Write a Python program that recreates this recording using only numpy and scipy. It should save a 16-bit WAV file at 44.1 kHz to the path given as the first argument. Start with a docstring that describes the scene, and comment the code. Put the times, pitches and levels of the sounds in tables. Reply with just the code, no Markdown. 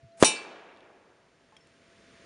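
"""Air with leaves and far traffic is heard first, over a steel plate's hum and a soft knock on the camera.
Outdoors, a small-calibre muzzle blast then overloads the microphone, a short pulse with close echoes; the bullet
clangs on the hanging plate, a sum of damped modes, and the report rolls away among trees and earth banks as
dying noise. Brass and grit tick as short damped rings. The camera's gain control ducks at the shot, holds
and creeps back up, lifting the air and the hum."""
import sys
import numpy as np
from scipy import signal
from scipy.fft import rfft, irfft, next_fast_len
from scipy.io import wavfile
from scipy.ndimage import uniform_filter1d, minimum_filter1d, map_coordinates

SR = 44100
rng = np.random.default_rng(int(sys.argv[2]) if len(sys.argv) > 2 else 0)


def gain_from_decibels(decibels):
    """Convert decibel values to linear amplitude factors."""
    exponent = np.asarray(decibels, float) / 20
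    return 10 ** exponent


def wav_out(sig):
    """Save sig, one row per channel (or a flat mono array), as 16-bit PCM at SR to the path in sys.argv[1]."""
    wavfile.write(sys.argv[1], SR, np.round(np.clip(np.atleast_2d(sig).T, -1, 1) * 32767).astype(np.int16))


N = 99225
T = np.arange(N) / SR


def unit(x):
    """Normalisation to an rms of 1."""
    return x / np.sqrt(np.mean(x ** 2) + 1e-20)


def along(points, hz):
    """Interpolation of (frequency, value) points on a logarithmic frequency axis."""
    f, v = np.transpose(points)
    return np.interp(np.log(hz + 1), np.log(f + 1), v)


def filtered(x, response):
    """Linear filtering: the spectrum is multiplied by a response of frequency."""
    size = next_fast_len(N + SR // 2)
    spectrum = rfft(x, size) * response(np.fft.rfftfreq(size, 1 / SR))
    return irfft(spectrum, size)[..., :N]


def noise(colour):
    """Coloured noise of rms 1: white noise shaped by a spectral density."""
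    return unit(filtered(rng.standard_normal(N), lambda hz: gain_from_decibels(along(colour, hz))))


def fade(start_s, t60, rise_s, power=1):
    """Decay law: silence, a quick rise, then a fall of 60 dB in t60, quickening if power exceeds 1."""
    t = np.maximum(T - start_s, 0)
    return gain_from_decibels(-60 * (t / t60) ** power) * (1 - np.exp(-t / rise_s))


def ring(start_s, hz, t60, turn=0, power=1):
    """Damped vibration of one mode: a cosine, its phase in turns, under a decay."""
    return fade(start_s, t60, .00006, power) * np.cos(2 * np.pi * (hz * (T - start_s) + turn))


def roll(colour, t60s, rise_s, start_s):
    """Diffuse decay: in dying noise each frequency falls at its own speed, in uneven patches."""
    patchy_db = 1.2
    hz, t, bins = signal.stft(noise(colour), SR, nperseg=256)
    across_hz = uniform_filter1d(rng.standard_normal(bins.shape), 8, 0)
    patches = unit(uniform_filter1d(across_hz, 6, 1))
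    fall_db = -60 * np.maximum(t - start_s, 0) / along(t60s, hz)[:, None]
    dying = signal.istft(bins * gain_from_decibels(fall_db + patchy_db * patches), SR, nperseg=256)[1][:N]
    return dying * fade(start_s, 1e9, rise_s)


def outdoor_air():
    """Broadband ambience: leaves and far traffic as coloured noise that wavers slightly in level."""
    # Spectrum of the air: (frequency [Hz], relative density [dB per Hz])
    air_colour = [(15, -42), (25, -1), (212, -2.5), (588, -7.5), (668, -14.5), (740, -18.5), (1670, -11),
                  (7900, -26), (9930, -31.5), (11000, -39.5), (14300, -70), (22000, -120)]
    air_db, notch_hz, notch_wide_hz = -55, 7850, 253
    gusts = map_coordinates(rng.standard_normal(40), [T * 5])
    # a dark band in the hiss
    air = filtered(noise(air_colour), lambda hz: 1 - np.exp(-((hz - notch_hz) / notch_wide_hz) ** 2))
    return gain_from_decibels(air_db + 0.4 * gusts) * air


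def plate_hum():
    """Sustained vibration of the plate's lowest mode: one sine under a slowly varying level."""
    # Level of the hum: (time [s], level [dB])
    hum_level = [(0, -52), (.1, -46.5), (.19, -40), (.23, -52), (.6, -53.5), (1.1, -66), (1.7, -63.5),
                 (2.25, -62.5)]
    hum_hz = 671
    return gain_from_decibels(np.interp(T, *np.transpose(hum_level))) * np.sin(2 * np.pi * hum_hz * T)


def camera_knocks():
    """Impulse response of a damped body: soft knocks on the camera ring low, with a rounded onset."""
    # Knocks: (time [s], level before the lift below [dB])
    knocks = [(0.03, -51.5), (.044, -48.5)]
    lift_db, knock_hz, knock_t60_s, rise_s = 22, 110.3, .14, .003
    total = sum(gain_from_decibels(db) * ring(s, knock_hz, knock_t60_s, turn=.873) * fade(s, 1e9, rise_s)
                for s, db in knocks)
    return gain_from_decibels(lift_db) * total


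def brass_and_grit():
    """Impact excitation: each small landing is a damped tone with a crack of noise."""
    # Landings: (time [s], level before the lift below [dB], pitch [Hz], ring t60 [s], crack over ring [dB])
    landings = [(.12, -68, 4100, .09, -20), (.36, -44, 4470, .3, -12), (.361, -44, 5076, .12, -15),
                (.764, -50, 3600, .005, -26), (.773, -47, 3700, .004, -22), (.8065, -47, 3500, .004, -28),
                (1.523, -59, 868, .15, -14), (1.523, -61, 1058, .12, -14), (1.566, -51, 3250, .04, -4),
                (1.567, -51, 2300, .012, -10), (1.569, -61, 5380, .04, -6), (1.607, -66, 5380, .14, -10),
                (1.671, -58, 3000, .005, -3)]
    lift_db, crack_t60_s = 11, .018
    total = np.zeros(N)
    for s, db, hz, t60, crack_db in landings:
        crack = fade(s, crack_t60_s, .0003) * rng.standard_normal(N)
        total += gain_from_decibels(db) * (ring(s, hz, t60) + gain_from_decibels(crack_db) * crack)
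    return gain_from_decibels(lift_db) * total


def swelling_hiss():
    """Amplitude modulation of coloured noise: a hiss swells ahead of the shot."""
    # Level of the hiss: (time [s], level [dB])
    swell = [(.165, -90), (.175, -60.5), (.196, -56.5), (.203, -41.5), (.2255, -33.5), (.23, -76)]
    # Spectrum of the hiss: (frequency [Hz], relative density [dB per Hz])
    swell_colour = [(59, -27), (100, 2.5), (2570, -8), (3520, -12.5), (9220, -5), (11000, -11),
                    (14300, -48.5), (22000, -120)]
    return gain_from_decibels(np.interp(T, *np.transpose(swell), left=-150, right=-150)) * noise(swell_colour)


def blast(start_s, up):
    """Pressure pulse: push, suck, push, a little over one swing of air; up scales its pitch and shortens it."""
    swing_hz, length_s = 435, .0025  # swing before the drift below; both at up = 1
    square = 2.5  # how hard the capsule flattens the blast
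    t = np.clip(up * (T - start_s), 0, 5 * length_s)
    early = .07 * np.exp(-(t / .0007 - 1) ** 2)  # turns: the suck arrives early
    drift = .05 * t / length_s  # turns: the swing is slightly slowed
    swing = np.cos(2 * np.pi * (swing_hz * t + early - drift))
    dent = 1 - .3 * np.exp(-(t / .0003 - 1) ** 2)  # a brief dip in level during the first push
    return (t > 0) * np.exp(-(t / length_s) ** 4) * np.tanh(square * swing) * dent


def gun():
    """Direct sound, discrete reflections and diffuse scattering: the muzzle blast and its roll."""
    # Nearby surfaces: (delay [s], level over the blast [dB], sign, pitch over the blast's [ratio])
    reflections = [(.0045, -21, -1, 1.3), (.0079, -8, -1, 3.6), (.0087, -13, -1, 1.7), (.0098, -10, 1, 1.5),
                   (.011, -15, 1, 1.4), (.014, -23, 1, 1.1), (.016, -25, -1, 1.2)]
    # Decay of the scatter close by, then of the woods: (frequency [Hz], t60 [s])
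    near_t60 = [(100, .2), (400, 0.34), (2000, 0.18), (6000, 0.14), (10000, 0.096)]
    far_t60 = [(100, 1.7), (400, 2.67), (1500, 2.3), (4000, 1.2), (7000, 0.91), (10000, 0.14)]
    # Spectra of the two rolls: (frequency [Hz], relative density [dB per Hz])
    near_colour = [(30, -31), (250, -4.5), (600, -9.5), (1500, -14.5), (4000, -15), (10000, -20.5),
                   (14000, -69.5)]
    far_colour = [(24, -104), (40, -57), (184, -9.5), (419, -3), (2120, -12.5), (2390, -10), (2810, -11.5),
                  (8700, -23.5), (11000, -52.5), (14300, -74), (22000, -120)]
    shot_s, shot_db, near_db, far_db = .2261, 11.5, -11, -29.5
    snap_db, snap_t60_s = -15, .022  # noise, its level relative to the blast
    snap = gain_from_decibels(snap_db) * fade(shot_s, snap_t60_s, .000067) * rng.standard_normal(N)
    direct = blast(shot_s, 1) + snap
    echoes = sum(sign * gain_from_decibels(db) * blast(shot_s + s, up) for s, db, sign, up in reflections)
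    near = gain_from_decibels(near_db) * roll(near_colour, near_t60, .002, shot_s)
    far = gain_from_decibels(far_db) * roll(far_colour, far_t60, .02, shot_s)
    return gain_from_decibels(shot_db) * (direct + echoes) + near + far


def phase_waver():
    """Phase modulation by the swinging plate: a random wander, in turns."""
    return .055 * map_coordinates(rng.standard_normal(200), [T * 60], order=1)


def steel_modes(hit_s):
    """Modal superposition: each steel mode decays fast at first, then faintly on in a slow second stage."""
    # Modes of the plate: (frequency [Hz], level before the strike's own level [dB], t60 [s])
    modes = [(867, -12, .24), (1058, -19, .3), (1665, -31, .9), (2334, -12, .46), (2449, -13, .28),
             (2664, -11, .34), (2966, -9, .26), (3702, -8, .24), (3935, -16, .26), (4109, -7, .11),
             (4285, -19, .3), (4462, -12, .1), (5076, -16, .14), (5408, -10, .18), (5824, 0, .125),
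             (6783, -15, .15), (6887, -15, .17), (7240, -13, .23), (7943, -9, .14), (8506, -17, .29),
             (8643, -7, .19), (9300, 0, .14), (9512, -27, .3), (10312, -14, .16), (10490, -15, .08)]
    linger_db, linger_tilt_db_per_khz, linger_longer = -27, -1.6, 3  # linger_db holds at 4.5 kHz
    steepens = 1.5  # the decay in dB grows as time to this power
    total = np.zeros(N)
    for hz, db, t60 in modes:
        first_turn, second_turn = rng.random(2)
        first = ring(hit_s, hz, t60, first_turn + phase_waver(), steepens)
        second = ring(hit_s, hz, t60 * linger_longer, second_turn + 3 * phase_waver(), steepens)
        second_db = linger_db + linger_tilt_db_per_khz * (hz / 1000 - 4.5)
        total += gain_from_decibels(db) * (first + gain_from_decibels(second_db) * second)
    return total


def plate_strike():
    """Impact on an elastic plate: the lead splashes as bright noise and the steel rings in many modes."""
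    # Faint modes too dense to count, their decay: (frequency [Hz], t60 [s])
    sizzle_t60 = [(2000, .45), (5000, 0.35), (7000, .3), (8500, .15), (10500, 0.13)]
    # and their spectrum: (frequency [Hz], relative density [dB per Hz])
    sizzle_colour = [(1200, -28), (2500, -0.5), (5000, -3), (7500, -2.5), (10000, -7), (11000, -32)]
    hit_s, modes_db, sizzle_db = .2453, -9.5, -17.5
    splash_db, splash_t60_s, splash_hz = -5, .03, 1827
    bright = unit(filtered(rng.standard_normal(N), lambda hz: hz ** 2 / (hz ** 2 + splash_hz ** 2)))
    splash = gain_from_decibels(splash_db) * bright * fade(hit_s, splash_t60_s, .00034)
    sizzle = gain_from_decibels(sizzle_db) * roll(sizzle_colour, sizzle_t60, .0005, hit_s)
    return gain_from_decibels(modes_db) * steel_modes(hit_s) + splash + sizzle


def scene():
    """Superposition, nearly mono: partial decorrelation sets the channels apart, mostly in the treble."""
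    # Stereo difference: (frequency [Hz], side over mid [dB])
    side_level = [(60, -33), (500, -38), (2000, -24.5), (5000, -9.5), (10000, -19.5)]
    mid = outdoor_air() + plate_hum() + camera_knocks() + brass_and_grit() + gun() + plate_strike()
    smear = rng.standard_normal(SR // 200) * gain_from_decibels(-np.linspace(0, 30, SR // 200))  # 5 ms of dying noise
    smeared = signal.fftconvolve(mid, smear / np.linalg.norm(smear))[:N]
    side = filtered(smeared, lambda hz: gain_from_decibels(along(side_level, hz)))
    return np.array([mid + side, mid - side])


def gain_control(x):
    """Automatic level regulation: the gain ducks fast, holds, and recovers at a steady rate."""
    start_gain_db, duck_above_db, deepest_db = -9, -35.5, -10.5
    duck_s, hold_s, recover_db_per_s = .004, .97, 11.5
    span, hold = round(duck_s * SR), round(hold_s * SR)
    # each window ends at the present sample
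    power = uniform_filter1d(x.mean(0) ** 2, span, origin=(span - 1) // 2)
    level_db = 10 * np.log10(np.abs(power) + 1e-12)
    wanted_db = np.clip(duck_above_db - level_db, deepest_db, 0)
    held_db = minimum_filter1d(wanted_db, hold, origin=(hold - 1) // 2)
    # the gain starts low, already recovering
    recovery_db = recover_db_per_s * T
    held_db = np.minimum(held_db, start_gain_db + recovery_db)
    gain_db = np.minimum.accumulate(held_db - recovery_db) + recovery_db
    return x * gain_from_decibels(uniform_filter1d(gain_db, span, origin=(span - 1) // 2))


def overload(x):
    """Saturation: a steep-kneed curve bends peaks towards a ceiling of 0.97."""
    return x / (1 + np.abs(x / .97) ** 8) ** (1 / 8)


def roll_off(x):
    """The treble ends steeply here."""
    return signal.sosfilt(signal.butter(12, 11350, fs=SR, output="sos"), x)


def record(dry):
    """Transducer chain: low cut, gain control, own hiss and overload; then a hiss that swells ahead of the shot
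    joins, and a band limit."""
    low_cut_hz, hiss_db, top_hz = 150, -97, 10600
    x = filtered(dry, lambda hz: 1j * hz / (low_cut_hz + 1j * hz))
    x = gain_control(x) + gain_from_decibels(hiss_db) * rng.standard_normal(N)
    x = overload(x) + swelling_hiss()
    finished = filtered(x, lambda hz: 1 / (1 + (hz / top_hz) ** 60))
    return roll_off(finished)


dry = scene()
out = record(dry)
wav_out(out)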